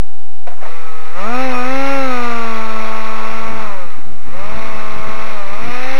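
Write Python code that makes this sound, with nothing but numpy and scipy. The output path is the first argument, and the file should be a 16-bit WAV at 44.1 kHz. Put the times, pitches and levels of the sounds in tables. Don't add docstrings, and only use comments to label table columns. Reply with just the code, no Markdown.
import sys
import numpy as np
from scipy import signal
from scipy.fft import rfft, irfft, next_fast_len
from scipy.io import wavfile
from scipy.ndimage import uniform_filter1d

SR = 44100
rng = np.random.default_rng(int(sys.argv[2]) if len(sys.argv) > 2 else 0)


def unload_audio(sound):
    columns = np.transpose(np.atleast_2d(sound))
    steps = np.round(np.clip(columns, -1, 1) * 32767)
    wavfile.write(sys.argv[1], SR, steps.astype(np.int16))


def invert_db(level):
    return 10 ** (np.asarray(level, dtype=float) / 20)


N = 264159
CAMERA_SR = 8000
BLADES = 5

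THROTTLE_HZ = [125.6, 159.6, 224.7, 268]
# multiple of shaft speed, level in dB.
ORDERS_IDLE = [(1, -20), (2, -25.5), (3, -14.5), (4, -19), (5, -3), (6, 4.5), (7, -8.5), (8, -10.5),
               (9, -10), (10, -1.5), (11, -7.5), (12, -1), (13, -15)]
ORDERS_LOW = [(1, -9), (2, -11.5), (3, 2), (4, -10), (5, 0), (6, -6.5), (7, -2.5), (8, -1), (9, -10),
              (10, -11), (11, -8.5), (12, -9.5), (13, -9)]
ORDERS_MIDDLE = [(1, -3), (2, -2), (3, -2), (4, -2), (5, -1.5), (6, 0), (7, -10), (8, -15), (9, -13.5),
                 (10, -6), (11, -10.5), (12, -11.5), (13, -26)]
ORDERS_HIGH = [(1, -1), (2, -.5), (3, -3), (4, -11), (5, -4), (6, -6.5), (7, -10.5), (8, -4.5), (9, -16),
               (10, -9), (11, -20), (12, -24), (13, -21)]
# multiple of shaft speed, level in dB.
HALF_ORDERS = [(1.5, -21.5), (2.5, -2.5), (3.5, -5.5), (4.5, -2.5), (5.5, 0.5), (6.5, -7)]
SHAFT_UNDER_DB = [-17, -20, -7.5, -6]
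BLADE_UNDER_DB = [-0.5, -6.5, -5, -7.5]
WOBBLE_UNDER_DB = [-10, -19.5, -21, -26]
RASP_UNDER_DB = [-6, -7.5, -8, -18]
BLADE_THIRD_DB = [-18, -9, -22, -16]
# start in seconds, shaft speed asked for in Hz, length in seconds.
STICK_MOVES = [(.570, 195.1, .05), (0.635, 158.3, 0.15), (1.081, 275.4, .19), (1.414, 240.3, 0.064),
               (1.572, 276.5, .1), (1.904, 234.2, 0.22), (2.214, 220.3, 0.29), (3.213, 224.0, 0.051),
               (3.508, 179.0, 0.47), (3.621, 153.6, 0.038), (3.719, 96.1, 0.47), (4.15, 200.0, 0.12),
               (4.254, 228.8, .2), (4.554, 214.0, 0.14), (4.857, 220.2, 0.26), (5.261, 184.9, 0.12),
               (5.441, 255.5, 0.17), (5.728, 282.3, 0.28)]
# time in seconds, whine at cruise speed in dB, aim of the efflux in dB.
ROLL_AWAY = [
    (.6, -24.5, 0),
    (1.2, -21.5, 0),
    (1.55, -22.5, -0.7),
    (1.9, -23, -0.4),
    (2.3, -22, 1),
    (3.05, -24.5, 1.5),
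    (3.6, -25.5, -1),
    (4.55, -27.5, -1.2),
    (5.2, -27, -0.5),
    (5.97, -29, 0.5),
]
# frequency in Hz, gain in dB.
PATH_RESPONSE = [(200, -4), (450, 0), (800, 2.5), (1000, -2), (1280, 3), (1650, -5.5), (2100, -0.5),
                 (2600, 0.5), (3000, -1), (3600, -17.5)]
# centre in Hz, half width in Hz, gain in dB.
DUCT_RESONANCES = [(544, 36, 1.5), (1224, 65, 4), (1822, 79, 5.5), (2479, 53, 5.5), (2750, 38, 1)]
# frequency in Hz, level in dB per Hz.
AIR_SPECTRUM = [(80, -24), (200, -24), (400, -16.5), (800, -10), (1250, -7.5), (1650, -10), (2100, -3.5),
                (2650, -7.5), (2900, -13.5), (3200, -16), (3600, -11), (4000, -9)]
RASP_SPECTRUM = [(250, -39), (450, -11), (800, -7.5), (1250, -1), (1480, -6.5), (1700, -21), (2500, -45)]
RATTLE_SPECTRUM = [(250, -31), (450, -8.5), (750, -3.5), (1000, -10), (1700, -14), (2400, -15), (3100, -25),
                   (4000, -21.5)]
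GUST_SPECTRUM = [(15, -32), (40, -3.5), (90, -6), (170, -8), (320, -12), (550, -21.5), (900, -38)]
# start in seconds, peak in dB, length in seconds, rattle share from 0 to 1.
MOTOR_JERKS = [(0.467, -41, 0.0053, 0.1), (0.471, -28, 0.0054, 0.84), (0.477, -23.5, 0.004, 0.63),
               (0.488, -33, 0.0051, 0.05), (0.502, -31.5, 0.003, 0), (0.515, -31, 0.008, .3),
               (0.528, -30, 0.0036, 0), (0.627, -26, .005, 0.8), (0.64, -28, .004, 0),
               (0.664, -22, 0.0036, .8), (0.69, -24.5, 0.0042, 0.2)]
# start in seconds, end in seconds, level in dB.
ROTOR_SCRAPES = [
    (0.466, .54, -37),
    (0.542, 0.612, -40.5),
    (0.614, 0.697, -39),
]
# time of peak in seconds, peak in dB, rise in seconds, fall in seconds.
WIND_GUSTS = [(.68, -50, 0.12, .05), (1.29, -49, 0.06, .25), (1.69, -42.5, 0.061, 0.081),
              (1.99, -43, .06, 0.056), (2.54, -57, 0.04, .03), (2.91, -56, .04, 0.039),
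              (3.2, -50, 0.097, 0.042), (3.31, -40, 0.021, 0.087), (3.43, -36.5, 0.039, 0.049),
              (3.52, -30.5, 0.049, .1), (3.68, -41.5, .05, 0.047), (3.86, -40.5, 0.074, 0.057),
              (3.99, -30, .02, .012), (4.07, -34, 0.027, 0.082), (4.27, -34, 0.021, 0.054),
              (4.4, -36, 0.099, 0.14), (4.569, -29, .05, 0.057), (4.75, -33, 0.089, 0.064),
              (4.96, -33, 0.097, 0.031), (5.0, -34, 0.052, 0.027), (5.091, -27.5, 0.029, 0.029),
              (5.15, -39.5, .03, 0.14), (5.53, -36, 0.0075, 0.021), (5.69, -30, 0.11, .025),
              (5.88, -45, 0.11, 0.092)]
# frequency in Hz, level in dB.
CIRCUIT_LINES = [(64.6, -59), (769.8, -47)]


def fan():
    hz, pull = rotor_speed()
    whine_db, shaft_db, air_db, blade_db, wobble_db, rasp_db, behind_db = levels(hz, pull)
    turn = 2 * np.pi * np.cumsum(hz) / SR
    bright = invert_db(0.6 * (air_db - whine_db + 7.5))
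    whine, blade_tone = shaft_orders(hz, pull, turn, bright, behind_db)
    blades = np.sqrt(2) * invert_db(blade_db) * blade_tone
    third_db = np.interp(hz, THROTTLE_HZ, BLADE_THIRD_DB) + 2.5 * walk(8)
    third = invert_db(third_db) * np.sin(3 * BLADES * turn + 0.4 * walk(25))
    shaft_db = np.minimum(shaft_db, whine_db - 3 - 0.16 * np.maximum(215 - hz, 0))
    shaft = np.sqrt(2) * invert_db(shaft_db + 0.75 * walk(15)) * np.cos(turn)
    wobble = half_orders(hz, turn, wobble_db, behind_db)
    tones = (whine + bright * third) * invert_db(whine_db - 3) + shaft + blades + wobble
    rasp = noise(RASP_SPECTRUM) * invert_db(rasp_db + 1.7 * walk(40)) * invert_db(whine_db - 2)
    air = noise(AIR_SPECTRUM) * (1 + 0.22 * np.sin(turn + 0.92)) * invert_db(0.74 * walk(30))
    spin_up = np.clip((np.arange(N) / SR - 0.58) / 0.05, 0, 1)
    return spin_up * (tones + rasp + air * invert_db(air_db + 1.5))


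def shaft_orders(hz, pull, turn, bright, behind_db):
    upper_lag = 1.5
    ahead = turn + 2 * np.pi / 4.8
    spread = np.clip((250 - hz) / 40, 0, 2)
    strength = np.array([ORDERS_IDLE, ORDERS_LOW, ORDERS_MIDDLE, ORDERS_HIGH])[:, :, 1]
    path_hz, path_db = np.transpose(PATH_RESPONSE)
    whine, power = 0, 0
    for k in range(2, strength.shape[1] + 1):
        order_db = np.interp(hz, THROTTLE_HZ, strength[:, k - 1])
        size = invert_db(order_db + np.interp(np.log(k * hz), np.log(path_hz), path_db))
        jitter = 0.016 * k * (1 + 3 * abs(pull)) * walk(25)
        phase = 0.5 - upper_lag * (k > BLADES) + spread * rng.standard_normal() + jitter
        flutter_db = np.sqrt(k / BLADES) * (1.2 * walk(9) + 1.2 * walk(60))
        tone = np.cos(k * ahead + phase) * lift(k * hz, behind_db) * invert_db(flutter_db)
        if k <= 6:
            power = power + size ** 2 / 2
        if k == BLADES:
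            blade_tone = tone
        else:
            whine = whine + size * (bright if k > 6 else 1) * tone
    return whine / np.sqrt(power), blade_tone


def half_orders(hz, turn, wobble_db, behind_db):
    wobble = 0
    for k, db in HALF_ORDERS:
        tone = np.sin(k * turn + 0.27 * walk(20))
        wobble = wobble + invert_db(db + 1.6 * walk(5.3)) * lift(k * hz, behind_db) * tone
    outside_db = np.clip(1.3 * (hz - 221.5), 0, 9) + 0.5 * np.maximum(190 - hz, 0)
    return wobble * np.sqrt(2) * invert_db(wobble_db + 0.5 - outside_db)


def rotor_speed():
    catch_hz, lag_s = 119.77, 0.1086
    t, moves = np.arange(N) / SR, np.array(STICK_MOVES)
    steps = np.diff(np.r_[catch_hz, moves[:, 1]])
    asked = 0
    for step, (start, _, length) in zip(steps, moves):
        asked = asked + step * np.clip((t - start) / length, 0, 1)
    keep = np.exp(-1 / (lag_s * SR))
    hz = catch_hz + signal.lfilter([1 - keep], [1, -keep], asked)
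    return hz, (catch_hz + asked) / hz - 1


def levels(hz, pull):
    t, octaves = np.arange(N) / SR, np.log2(hz / 220)
    roll_s, away, aim = np.transpose(ROLL_AWAY)
    away_db, aim_db = np.interp(t, roll_s, away), np.interp(t, roll_s, aim)
    behind_db = away_db - away_db.max()
    driving = np.maximum(pull, 0)

    def under(db):
        return np.interp(hz, THROTTLE_HZ, db)

    def burst(s):
        return np.exp(-((t - s) / 0.035) ** 2)

    weak_db = np.clip(0.7 * (177 - hz), 0, 5.5)
    whine = away_db + 17.5 * octaves - weak_db + 4.5 * driving
    air = -31.5 + 17 * octaves + aim_db + 0.5 * pull + 4.5 * burst(1.195)
    vane_db = -3.5 * np.exp(-((hz - 232.5) / 7.8) ** 2)
    stall_s = 1.485
    blade = whine + under(BLADE_UNDER_DB) + 0.36 * behind_db - 19.5 * driving
    blade = blade + vane_db - 18 * burst(stall_s)
    rasp = under(RASP_UNDER_DB) - 0.3 * behind_db + 12 * burst(stall_s + 0.05)
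    shaft = whine + under(SHAFT_UNDER_DB) + 0.55 * behind_db
    wobble = whine + under(WOBBLE_UNDER_DB) - 0.87 * behind_db
    return whine, shaft, air, blade, wobble, rasp, behind_db


def lift(hz, behind_db):
    grid = np.arange(0., CAMERA_SR / 2)
    peaks = 0
    for centre, width, db in DUCT_RESONANCES:
        peaks = peaks + db * np.exp(-((grid - centre) / width) ** 2)
    notch = np.exp(-((grid - 1322) / 55) ** 2)
    notch_db = 0.2 * behind_db ** 2 * np.interp(hz, grid, notch)
    return invert_db(np.interp(hz, grid, peaks) - notch_db)


def motor_jerks():
    mount_hz, edge_s = 707, 0.012
    t, ring, rattle = np.arange(N) / SR, 0, 0
    for start, end, db in ROTOR_SCRAPES:
        rattle = rattle + invert_db(db) * np.clip(np.minimum(t - start, end - t) / edge_s + 0.5, 0, 1)
    rattle = rattle * invert_db(3.2 * walk(90))
    for start, db, length, share in MOTOR_JERKS:
        age = np.maximum(t - start, 0)
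        shape = invert_db(db) * (1 - np.exp(-age / 0.0011)) * np.exp(-age / max(length, 0.002))
        ring = ring + 1.6 * (1 - share) * shape * np.sin(2 * np.pi * mount_hz * age)
        rattle = rattle + share * shape
    return ring + rattle * noise(RATTLE_SPECTRUM)


def wind():
    t = np.arange(0, N / SR, 0.001)
    power = invert_db(-65.5) ** 2
    for peak, db, rise, fall in WIND_GUSTS:
        away = np.where(t < peak, (peak - t) / max(rise, 0.005), (t - peak) / max(fall, 0.005))
        power = power + invert_db(db - 10 * away) ** 2
    swell = np.interp(np.arange(N) / SR, t, np.sqrt(power))
    return noise(GUST_SPECTRUM) * swell * invert_db(2.2 * walk(45))


def circuit_hum():
    t = np.arange(N) / SR
    hum = sum(np.sqrt(2) * invert_db(db) * np.sin(2 * np.pi * hz * t) for hz, db in CIRCUIT_LINES)
    return hum * invert_db(-1.5 * (t > 0.5))


def converter(sound):
    steps, offset, hiss_db = 128, -0.751, -54
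    t = np.arange(N) / SR
    ticks = np.arange(int(N / SR * CAMERA_SR) + 2) / CAMERA_SR
    volts = np.interp(ticks, t, sound) + invert_db(hiss_db) * rng.standard_normal(len(ticks))
    codes = np.clip(np.round(steps * (volts + offset)), -steps, steps - 1)
    played = np.floor(np.interp(t, ticks, codes) + 0.5) / steps
    return played, offset


def noise(points):
    hz, db = np.transpose(points)
    n = next_fast_len(N)
    f = np.maximum(np.arange(n // 2 + 1) * SR / n, 1)
    gain = invert_db(np.interp(np.log(f), np.log(hz), db, right=-90))
    x = irfft(rfft(rng.standard_normal(n)) * gain, n)[:N]
    return x / x.std()


def walk(rate):
    k = int(SR / rate)
    held = np.repeat(rng.standard_normal(N // k + 1), k)
    return 1.1 * uniform_filter1d(uniform_filter1d(held, k), k)[:N]


def scene():
    return (fan() + motor_jerks() + wind())[None]


def roll_off(x):
    return signal.sosfilt(signal.butter(12, 15010, fs=SR, output="sos"), x)


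def record(dry):
    played, offset = converter(dry[0] + circuit_hum())
    rate_tone = np.sqrt(2) * invert_db(-68.5) * np.cos(2 * np.pi * CAMERA_SR * np.arange(N) / SR + 1)
    high_pass = signal.ellip(10, 0.1, 60, 14400, "high", fs=SR, output="sos")
    top = signal.sosfiltfilt(high_pass, played - offset)
    loudness = np.sqrt(uniform_filter1d(dry[0] ** 2, size=2048)) * invert_db(2.5 * walk(40))
    closed = uniform_filter1d(1. * (loudness < invert_db(-22.3)), size=512)
    played = played - top * closed
    return roll_off(np.clip(played + rate_tone, -1, 1)[None])


dry = scene()
out = record(dry)
unload_audio(out)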